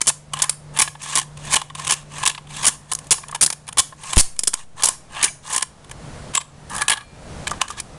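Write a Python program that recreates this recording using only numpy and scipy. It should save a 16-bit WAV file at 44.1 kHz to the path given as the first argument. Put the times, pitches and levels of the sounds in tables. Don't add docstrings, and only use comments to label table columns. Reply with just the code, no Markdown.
import sys
import numpy as np
from scipy import signal
from scipy.io import wavfile
from scipy.ndimage import uniform_filter1d, minimum_filter1d

SR = 44100
rng = np.random.default_rng(int(sys.argv[2]) if len(sys.argv) > 2 else 0)


def materialize(psi):
    bounded = np.clip(np.atleast_2d(psi).T, -1, 1)
    quanta = np.round(bounded * 32767).astype(np.int16)
    wavfile.write(sys.argv[1], SR, quanta)


def volts_from_db(level):
    exponent = np.asarray(level, float) / 20
    return 10 ** exponent


N = 351908

# time_s,
# level_db
ROOM_LEVEL = [
    (0, -43),
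    (1.5, -43),
    (4.2, -42),
    (4.7, -49.5),
    (5.1, -38.5),
    (5.8, -47.5),
    (6.7, -46),
    (7.3, -39),
    (7.98, -50.5),
]
# freq_hz, density_db (per Hz)
ROOM_COLOUR = [(12, -51), (20, 10.5), (75, -5.5), (133, 0.5), (326, -13.5), (592, -10.5), (2770, -25.5),
               (10200, -30), (12500, -48.5)]
# time_s, level_db
HUM_LEVEL = [(0, -45), (.3, -38.5), (.7, -39.5), (2.6, -41), (4.1, -45.5), (4.4, -61), (5.3, -46),
             (5.75, -57), (6.1, -52.5), (6.8, -49), (7.1, -54), (7.98, -57)]
# freq_hz, t60_s
ECHO_DECAY = [(1000, 0.36), (3000, 0.29), (7000, 0.3), (11000, 0.28)]
# start_s, pitch_hz, level_db, t60_s
PING_TONES = [(5.28, 2320, -19.5, 0.044), (6.349, 7660, -10, 0.033), (6.363, 7750, -22, .03),
              (6.372, 7600, -11, .04), (6.378, 7800, -6, 0.021), (6.382, 7700, -15, 0.021),
              (6.378, 7800, -52, 0.22), (6.975, 2380, -53.5, 2), (6.975, 4264, -56.5, 1.4),
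              (7.515, 1188, -15.5, 0.045), (7.703, 1190, -22.5, 0.057)]

# time_s, edge_mode_share (0-1), high_board_db, pin_against_arc_db
LEAD_PLACE = [(0, 0.05, -1.4, -6.5), (.35, 0, -0.5, -2), (.8, 0.07, -0.5, 3), (1.5, 0, -0.5, -10.5),
              (2.25, 0.03, -1, -5), (2.36, 0, 5.5, -5), (2.65, 0.04, -2.5, -1.5), (3.4, 0, -4.3, 1.5),
              (3.8, 0.05, -3.5, -0.5), (4.45, 0, -1, -1), (4.95, 0, -3.5, 0), (5.2, 0.35, 5.5, 0),
              (5.5, 0, -5, -1), (6.4, 0, 1, -4.5), (6.75, 0.57, -8, 3.5), (7.0, .99, 5.3, 2.5),
              (7.5, 0, 0.1, -18), (7.98, .9, 2, -6)]
# freq_hz, level_db
ARC_COLOUR = [(100, -8), (580, -10.5), (1170, -7.5), (1550, -7.5), (2860, -19.5), (4470, -4), (6560, 5),
              (7770, 4.5), (9820, -2.5), (10600, -2), (16000, -19)]
# pitch_hz, width_hz, level_db
BOARD_LOW_MODES = [(1055, 95, 0), (925, 90, -8), (1720, 130, -5)]
# pitch_hz, width_hz, level_db
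BOARD_EDGE_MODES = [(1150, 85, 0), (1680, 70, 2), (920, 100, -8)]
# pitch_hz, width_hz, level_db
BOARD_HIGH_MODES = [(2545, 350, -1), (2960, 150, -5), (3250, 430, -2), (3600, 1100, 3)]
# pitch_hz, width_hz, level_db
PINS_STRUCK = [(5930, 1140, -1.5), (7120, 440, -11.5), (8170, 2200, -5), (8870, 180, -7.5), (9706, 990, 10)]
# pitch_hz, width_hz, level_db
PINS_SCRAPED = [(9700, 1400, -3), (6800, 260, -3.5), (7800, 220, 0), (8800, 250, 0), (9300, 260, 0.5)]

# start_s, length_s, mid_stroke_db, growth_db (over the stroke), board_ring_db (relative)
DRAG_STROKES = [(0.319, 0.24, -45.5, -20, 3), (0.729, 0.16, -39.5, -9, -2), (0.986, 0.253, -32.5, 8.5, -10),
                (1.355, 0.26, -38, 23, -6.5), (1.74, 0.3, -38, -7.5, -6.5), (2.082, 0.17, -39, 19, -5.5),
                (2.482, 0.28, -35, -0.5, -9), (2.72, 1, -60.5, -15, -0.5), (3.96, 0.22, -37, 25, -9),
                (4.758, 0.2, -39.5, -8, -2.5), (5.086, 0.21, -39, 19, -0.5), (5.411, 0.19, -35, 24, -7),
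                (6.325, 0.062, -37, .1, -1), (6.686, 0.18, -38.5, -3, 1.5), (6.827, 0.21, -60.5, 0, 15),
                (7.583, 0.084, -46.5, 3, 4), (7.677, 0.088, -48, 0, -2), (7.756, 0.041, -43, 1, -3),
                (2.88, 0.049, -48, 3, -7), (4.554, 0.1, -47, -13, -7)]
# start_s, sizzle_db, burn_ms, board_ring_db (relative)
SOFT_SLIPS = [(.057, -29, 5, -3), (0.3343, -21, 3.4, -27), (0.369, -35, 4.6, 13), (0.394, -28.5, 10, 5.5),
              (.434, -23, 4.5, 5), (.762, -27.5, 8.7, 1), (0.829, -24, 8, -13), (1.027, -31, 20, -21),
              (1.056, -35, 9.4, 7), (1.086, -28, 6, -15), (1.098, -36, 5.2, -1), (1.127, -32, 9.7, 8),
              (1.450, -32, 8.6, -5), (1.504, -28, 20, 2), (1.521, -20, 7.8, -1.5), (1.605, -36, 4.5, -13.5),
              (1.779, -34, 9.7, -1), (1.867, -20.5, 7.9, -2.5), (1.890, -22, 5.7, 2),
              (1.925, -21, 17, -7.5), (2.163, -39, 5.1, 8), (2.312, -32, 5, 3.5), (2.563, -27.5, 8.4, -3),
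              (2.612, -36, 4.1, 13.5), (2.626, -18, 3.5, -8), (2.643, -16.5, 5.2, 2.5),
              (3.347, -22.5, 3.8, -16), (4.033, -34, 8, 3.5), (4.804, -30.5, 5.8, -2.5),
              (4.851, -22, 4, -16), (4.875, -24, 5.4, -6), (5.147, -32, 4.9, -8), (5.210, -30, 5.9, 6),
              (5.497, -28.5, 11.5, 1), (5.510, -27, 7.6, 2), (5.525, -20, 14, -12), (5.554, -23, 4.4, -2),
              (5.592, -32, 6, 10), (6.695, -32.5, 9.1, -3), (6.71, -37, 9, 12.5), (6.730, -31, 7.7, 3),
              (6.749, -23, 5.8, 3), (6.761, -21.5, 6, -10), (6.797, -35, 8.6, 6), (6.808, -22.5, 7, 6),
              (6.835, -32, 4.1, 0), (7.495, -31.5, 4.8, 9), (7.690, -39, 17, -10), (7.721, -36, 6, -14.5),
              (7.778, -37, 18, 5)]
# start_s, sizzle_db, board_ring_db (relative)
PIN_TICKS = [(0.5236, -39.5, -2), (1.019, -32, -21), (1.139, -35, -8), (1.214, -29, 4), (1.3717, -37, 2),
             (1.615, -27.5, 6), (1.7503, -26, 0), (1.795, -30.5, 4), (2.181, -29, -12), (2.348, -37, 10),
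             (2.47, -48, 10), (2.492, -51.5, 4), (3.042, -44, -4), (4.385, -44, -13), (6.318, -47, -10),
             (6.403, -41.5, 10), (3.0677, -37.5, -9), (3.139, -25, 6), (3.181, -33, 6), (3.282, -34, -2.5),
             (3.312, -31, -13.5), (3.6774, -31.5, 3), (3.7258, -31, -1.5), (4.3624, -42.5, -3.5),
             (4.4067, -36, -17.5), (4.45, -37, -8.5), (4.5503, -42, 10), (5.2765, -51, -1),
             (5.608, -27.5, 6), (5.8442, -45.5, 5.5), (5.895, -42.5, 6), (5.912, -29, 0), (7.68, -31, -3)]
# start_s, sizzle_db, board_ring_db (relative)
BOARD_KNOCKS = [(.0066, -33, 6), (0.334, -28.5, 11.5), (0.368, -41, 9), (0.8753, -32, 12.5),
                (0.9497, -62.5, 33.5), (1.6993, -48.5, 22), (1.8957, -19, 0.5), (2.229, -27, 4.5),
                (2.234, -32, 10.5), (2.291, -32, 6), (6.3714, -27, 8), (2.3774, -45, 18.5),
                (3.233, -43, 18.5), (3.29, -51.5, 27.5), (3.3247, -59.5, 37), (3.923, -56.5, 25.5),
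                (4.533, -28, 2.5), (4.7957, -43, 22.5), (5.165, -46, 21.5), (5.542, -25, 3),
                (6.3358, -33.5, 6.5), (6.4097, -33, 2), (6.7802, -25.5, 4.5), (6.817, -18, 5),
                (6.9714, -35.5, 9), (7.0073, -50.5, 16.5), (7.4697, -25.5, 9.5), (7.51, -24, -11),
                (7.532, -55.5, 28), (7.609, -33, 7), (3.668, -43.5, 0), (7.7046, -30, -25.5)]
# start_s, sizzle_db, burn_ms, board_ring_db (relative)
BRUSH_SPITS = [(.0926, -24.5, 11.7, 6), (.3893, -26, 4.4, -3), (.44, -23, 6.8, 0.5), (.508, -32, 1.7, -25),
               (1.164, -21, 11, -1), (1.1868, -15, 4.6, -0.5), (1.5115, -40, 3.5, -2),
               (1.5298, -9, 2.5, -13), (1.5352, -10.5, 5.2, -10), (1.8477, -24, 4, -8),
               (1.872, -28, 4.6, -8.5), (1.8775, -19, 2.8, -8.5), (2.2966, -22, 7.7, -2.5),
               (2.631, -26, 18, 1.5), (2.9155, -19.5, 9.1, 1.5), (2.95, -11, 2.2, -28),
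               (2.987, -27, 4.6, -7.5), (3.3457, -28, 17, 6.5), (3.446, -15.5, 5.7, -28.5),
               (3.4756, -21.5, 1.3, 7), (3.5245, -23.5, 9.1, -7), (3.6877, -24.5, 5.3, -0.5),
               (3.7707, -21.5, 9.2, 5), (4.16, -18, 8.4, -14), (4.8227, -15.5, 2.3, -0.5),
               (5.2554, -19, 3.8, -25), (6.349, -22, 3.7, -10), (6.363, -23, 3.3, -3),
               (6.3765, -23, 2.7, 8.5), (6.9313, -21.5, 8.4, 2), (7.7992, -20, 7.1, -17)]
# start_s, sizzle_db, burn_ms, board_ring_db
ARC_FLASHES = [(0.0148, -7.5, 2.7, -8), (0.0747, -10, 8.3, -16), (0.4189, -7, 7.3, -23),
               (0.4944, -3.5, 2.7, -30), (0.7883, -9, 3.2, -3.5), (0.7955, -6, 3.8, -16),
               (0.802, -14, 2.6, 7), (0.8126, -13, 2.9, -14), (0.817, -3, 6.5, -10),
               (1.1536, -4.5, 1.8, -27), (1.1587, -8.5, 1.7, -6.5), (1.173, -16, 2.5, 2.5),
               (1.54, -6, 5, -6), (1.907, -9, 5.2, -8), (1.9201, -12.5, 4.9, -6), (2.6515, -13, 4.9, -6.5),
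               (2.687, -21.5, 7.2, -7.5), (2.6652, -8, 13.5, -18.5), (2.6799, -4, 4.6, -14.5),
               (3.1075, -4.5, 21.5, -14.5), (3.423, -6, 10.5, -21), (3.4326, -5, 5.6, -23.5),
               (3.4618, -5.5, 3.4, -43), (3.7824, -4.5, 18.9, -11), (4.1686, -11.5, 4.2, 1),
               (4.177, -6, 13.2, -16), (4.195, 1.5, 11.4, -34), (4.4727, -8, 8.1, -29),
               (4.5391, -13.5, 3.4, -34), (4.8341, 6.5, 4.5, -17), (4.8863, -4.5, 1.8, -8.5),
               (5.2268, -14, 9.4, -13.5), (5.2406, 2.5, 4.5, -30.5),
               (0.0694, -11.5, 3.2, -31.5), (0.0843, -12, 14, -35), (0.773, -19, 2.5, -2),
              (1.182, -10, 2.9, -19), (1.1962, -13, 1.8, -13), (1.556, -9.5, 3.8, -13),
              (1.562, -13.5, 8.2, -2), (5.5482, -20, 2.1, 4), (7.478, -22, 1.6, 2), (2.253, -13, 2.4, -11),
              (2.2597, -10, 6.5, -1.5), (2.2745, -10, 6.9, -9.5), (2.934, 0, 0.63, -28),
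              (2.9256, -0.5, 0.45, -28), (5.625, -12.5, 3.8, -6.5), (6.9025, -9, 2.8, -1),
              (4.4354, -16, 2.5, -33), (4.487, -29, 7, -32), (3.4105, -7.5, 7.7, -28),
              (3.5016, -12.5, 2.9, -9.5), (4.1312, -13, 3.5, -5.5), (4.391, -10.5, 3.6, -34),
              (4.4341, -13, 1.6, -25), (4.855, 0, 2.5, -36), (4.869, -18.5, 4, -5), (5.562, -8, 2.2, -13),
              (5.5783, -15, 4.5, -5), (5.622, -21.5, 5.6, -3.5), (6.3512, -11.5, 4.2, -9.5),
              (6.881, -3, 2.1, -4), (6.8967, -13, 4, 0.5), (6.914, -19, 13, 2), (7.6148, -5, 1.9, -2)]

# start_s, pinned_s, level_db, rebound_height, rebound_s
OVERLOAD_POP = (4.1705, .0072, -3.3, .3, .072)
# freq_hz, level_db
MIC_RESPONSE = [(10500, 0), (10900, -8), (12300, -10), (12700, -75)]
# freq_hz, level_db
CONVERTER_RESPONSE = [(16000, 0), (16800, -70)]

HUM_HZ = 147.8
GRIP_DB = 3
HIGH_RING_DB, HIGH_FOLLOWS = -1.5, 0.54
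ARCH_DB, LAND_S, LIFT_S = -14.5, 0.02, 0.009
REST_DB = -71
KNOCK_MS, TICK_MS = 8.6, 6.1
STRIKE_S, SLIP_S = 0.00036, 0.0029
SQUEEZE = 1.35
CLIP_DB = -3.0


def evened(x):
    return x / np.sqrt(np.mean(x ** 2) + 1e-20)


def read(points, hz):
    f, value = np.transpose(points)
    return np.interp(np.log(hz + 1), np.log(f + 1), value)


def curve(rows, column=1):
    rows = np.array(rows)
    return np.interp(np.arange(N) / SR, rows[:, 0], rows[:, column])


def colour(points):
    hz = abs(np.fft.fftfreq(4096, 1 / SR))
    log_gain = np.log(volts_from_db(np.maximum(read(points, hz), -100)))
    return np.fft.ifft(np.exp(np.conj(signal.hilbert(log_gain)))).real[:1024]


def crackle(per_s, spread_db):
    size = volts_from_db(spread_db * np.minimum(rng.exponential(1, N), 4)) * rng.standard_normal(N)
    return evened(size * (rng.random(N) < per_s / SR))


def flutter(ms, depth_db):
    width = max(round(ms * SR / 1000), 2)
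    return volts_from_db(depth_db * evened(uniform_filter1d(rng.standard_normal(N), width)))


def room_noise():
    frames, hz = N // 256 + 5, np.fft.rfftfreq(1024, 1 / SR)
    real, imag, patches = rng.standard_normal((frames, 513, 3)).T
    patches = evened(uniform_filter1d(uniform_filter1d(patches, 8, 0), 14, 1))
    z = (real + 1j * imag) * volts_from_db(read(ROOM_COLOUR, hz)[:, None] + 0.53 * patches)
    noise = signal.istft(z, nperseg=1024, noverlap=768)[1][:N]
    return volts_from_db(curve(ROOM_LEVEL) + 11) * evened(noise)


def hum():
    turns = np.cumsum(HUM_HZ * flutter(ms=150, depth_db=0.02)) / SR
    return volts_from_db(curve(HUM_LEVEL)) * flutter(ms=120, depth_db=1.6) * np.sin(2 * np.pi * turns)


def echoes(x):
    taps = np.zeros(SR // 2)
    at = np.arange(120, SR // 2 - 12, 12)
    taps[at + rng.integers(0, 12, len(at))] = rng.choice([-1., 1.], len(at))
    hz, t, z = signal.stft(taps, SR, nperseg=128)
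    decay = volts_from_db(-60 * t / read(ECHO_DECAY, hz)[:, None])
    tail = signal.istft(z * decay, SR, nperseg=128)[1]
    return signal.fftconvolve(x, tail / np.linalg.norm(tail))[:N]


def ducking(lead, threshold_db, most_db, recover_db):
    power_db = 10 * np.log10(abs(uniform_filter1d(lead ** 2, size=1800)) + 1e-12)
    climb = np.arange(N) * recover_db / SR
    held_db = np.maximum.accumulate(power_db + climb) - climb
    over_db = np.clip(held_db - threshold_db, 0, most_db)
    return volts_from_db(-SQUEEZE * uniform_filter1d(over_db, size=1500))


def pings():
    t, rattle = np.arange(N) / SR, flutter(ms=1.5, depth_db=3.0)
    out = np.zeros(N)
    for s, hz, db, t60 in PING_TONES:
        attack = np.clip((t - s) / 0.00053, 0, 1)
        decay = volts_from_db(db - 60 * np.maximum(t - s, 0) / t60)
        out += attack * decay * np.sin(2 * np.pi * hz * t) * rattle ** (t60 < 0.1)
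    return out


def ring(modes):
    t = np.arange(3000) / SR
    taps = np.zeros(len(t))
    for hz, width, db in modes:
        taps += volts_from_db(db) * np.sqrt(width) * np.exp(-np.pi * width * t) * np.sin(2 * np.pi * hz * t)
    taps = taps * (1 - np.exp(-t * modes[0][1] / 0.05))
    return taps / np.linalg.norm(taps)


def rung(drive, modes, detune):
    grip = np.repeat(rng.integers(0, 4, N // 1300 + 1), 1300)[:N]
    shift = 1 + detune * rng.uniform(-1, 1, (4, len(modes), 1)) * [1, 0, 0]
    turn = np.arange(4)[:, None, None] + np.arange(len(modes))[:, None]
    lean = GRIP_DB * np.cos(np.pi / 2 * turn) * [0, 0, 1]
    out = np.zeros(N)
    for k in range(4):
        out += signal.oaconvolve(drive * (grip == k), ring(modes * shift[k] + lean[k]))[:N]
    return out


def strike(sizzle, low, high, pin_share, pins):
    edge = np.clip(curve(LEAD_PLACE), 0, 1)
    share = np.clip(pin_share * volts_from_db(curve(LEAD_PLACE, column=3)), 0, 1)
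    arc = signal.oaconvolve(np.sqrt(1 - share) * sizzle, colour(ARC_COLOUR))[:N]
    board = rung(np.sqrt(1 - edge) * low, BOARD_LOW_MODES, detune=0.035)
    board += rung(np.sqrt(edge) * low, BOARD_EDGE_MODES, detune=0.02)
    board += rung(high * volts_from_db(curve(LEAD_PLACE, column=2)), BOARD_HIGH_MODES, detune=0.085)
    return arc + board + rung(np.sqrt(share) * sizzle, pins, detune=0.01)


def scrape():
    drives = volts_from_db(REST_DB) * np.ones((3, N))
    for s, length, db, growth_db, ring_db in DRAG_STROKES:
        t = np.arange(round(length * SR)) / SR
        u = 2 * t / length - 1
        touch = np.clip(np.minimum(t / LAND_S, (length - t) / LIFT_S), 0, 1)
        level = volts_from_db(db + 0.5 * growth_db * u + ARCH_DB * u ** 2) * touch
        split = volts_from_db([[0], [ring_db + 5.5], [0.25 * ring_db + 0.5]])
        drives[:, round(s * SR):][:, :len(t)] += level * split
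    noise = [crackle(per_s=12000, spread_db=2.5),
             crackle(per_s=2100, spread_db=-1.5) * flutter(ms=6.3, depth_db=0.5),
             crackle(per_s=5000, spread_db=0.5)]
    drives = drives * noise * flutter(ms=4.5, depth_db=1.56)
    return strike(*drives, pin_share=0.4, pins=PINS_SCRAPED)


def sparks():
    drives = np.zeros((3, N))
    knocks = [(s, db, KNOCK_MS, ring_db) for s, db, ring_db in BOARD_KNOCKS]
    ticks = [(s, db, TICK_MS, ring_db) for s, db, ring_db in PIN_TICKS]
    kinds = [(0.11, STRIKE_S, ARC_FLASHES),
             (1, STRIKE_S, BRUSH_SPITS + knocks + ticks),
             (0.48, SLIP_S, SOFT_SLIPS)]
    for sag, rise_s, rows in kinds:
        for s, db, ms, ring_db in rows:
            length = ms / 1000
            t = np.arange(round((length + 0.03) * SR)) / SR
            dying = np.maximum(t - length + 0.0015, 0) / min(0.0031, 1.7 * length)
            burn = (1 - np.exp(-t / rise_s)) * np.exp(-0.5 * t / length * sag - dying)
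            part = drives[:, round(s * SR):][:, :len(t)]
            split = volts_from_db([[db], [db + ring_db - 5.0], [db + HIGH_RING_DB + HIGH_FOLLOWS * ring_db]])
            part += split * burn[:part.shape[1]]
    noise = [crackle(per_s=30000, spread_db=1.5) * flutter(ms=1.6, depth_db=2.5),
             crackle(per_s=8000, spread_db=-4.0),
             crackle(per_s=9600, spread_db=2.0)]
    return strike(*(drives * noise), pin_share=0.45, pins=PINS_STRUCK)


def scene():
    lead = sparks() + scrape() + pings()
    duck = ducking(lead, threshold_db=-28.5, most_db=13.0, recover_db=26.5)
    background = room_noise() * duck + volts_from_db(8) * hum() * duck ** 0.63
    return (lead + volts_from_db(-19.5) * echoes(lead) + background)[None]


def overload(x):
    s, length, db, height, back = OVERLOAD_POP
    t = np.arange(N) / SR - s
    pinned = np.clip(np.minimum(t / 0.0002, (length - t) / 0.0008 + 1), 0, 1)
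    after = np.maximum(t - length, 0)
    rebound = height * (1 - np.exp(-after / 0.008)) * np.exp(-(after / back) ** 2)
    undershoot = 0.065 * (np.exp(-after / 0.3) - np.exp(-after / 0.1))
    return x * (1 - 0.6 * pinned) - 1.6 * volts_from_db(db) * pinned + rebound - undershoot


def limit(x):
    rail = volts_from_db(CLIP_DB)
    room_left = np.minimum(1.07 * rail / (abs(x) + 1e-9), 1)
    x = x * uniform_filter1d(minimum_filter1d(room_left, size=45), size=35)
    return x / (1 + abs(x / rail) ** 12) ** (1 / 12)


def roll_off(x):
    return signal.sosfilt(signal.butter(12, 16800, fs=SR, output="sos"), x)


def record(dry):
    x = signal.oaconvolve(dry, colour(MIC_RESPONSE)[None])[:, :N]
    x = limit(overload(x))
    x = signal.oaconvolve(x, colour(CONVERTER_RESPONSE)[None])[:, :N]
    return roll_off(x)


dry = scene()
out = record(dry)
materialize(out)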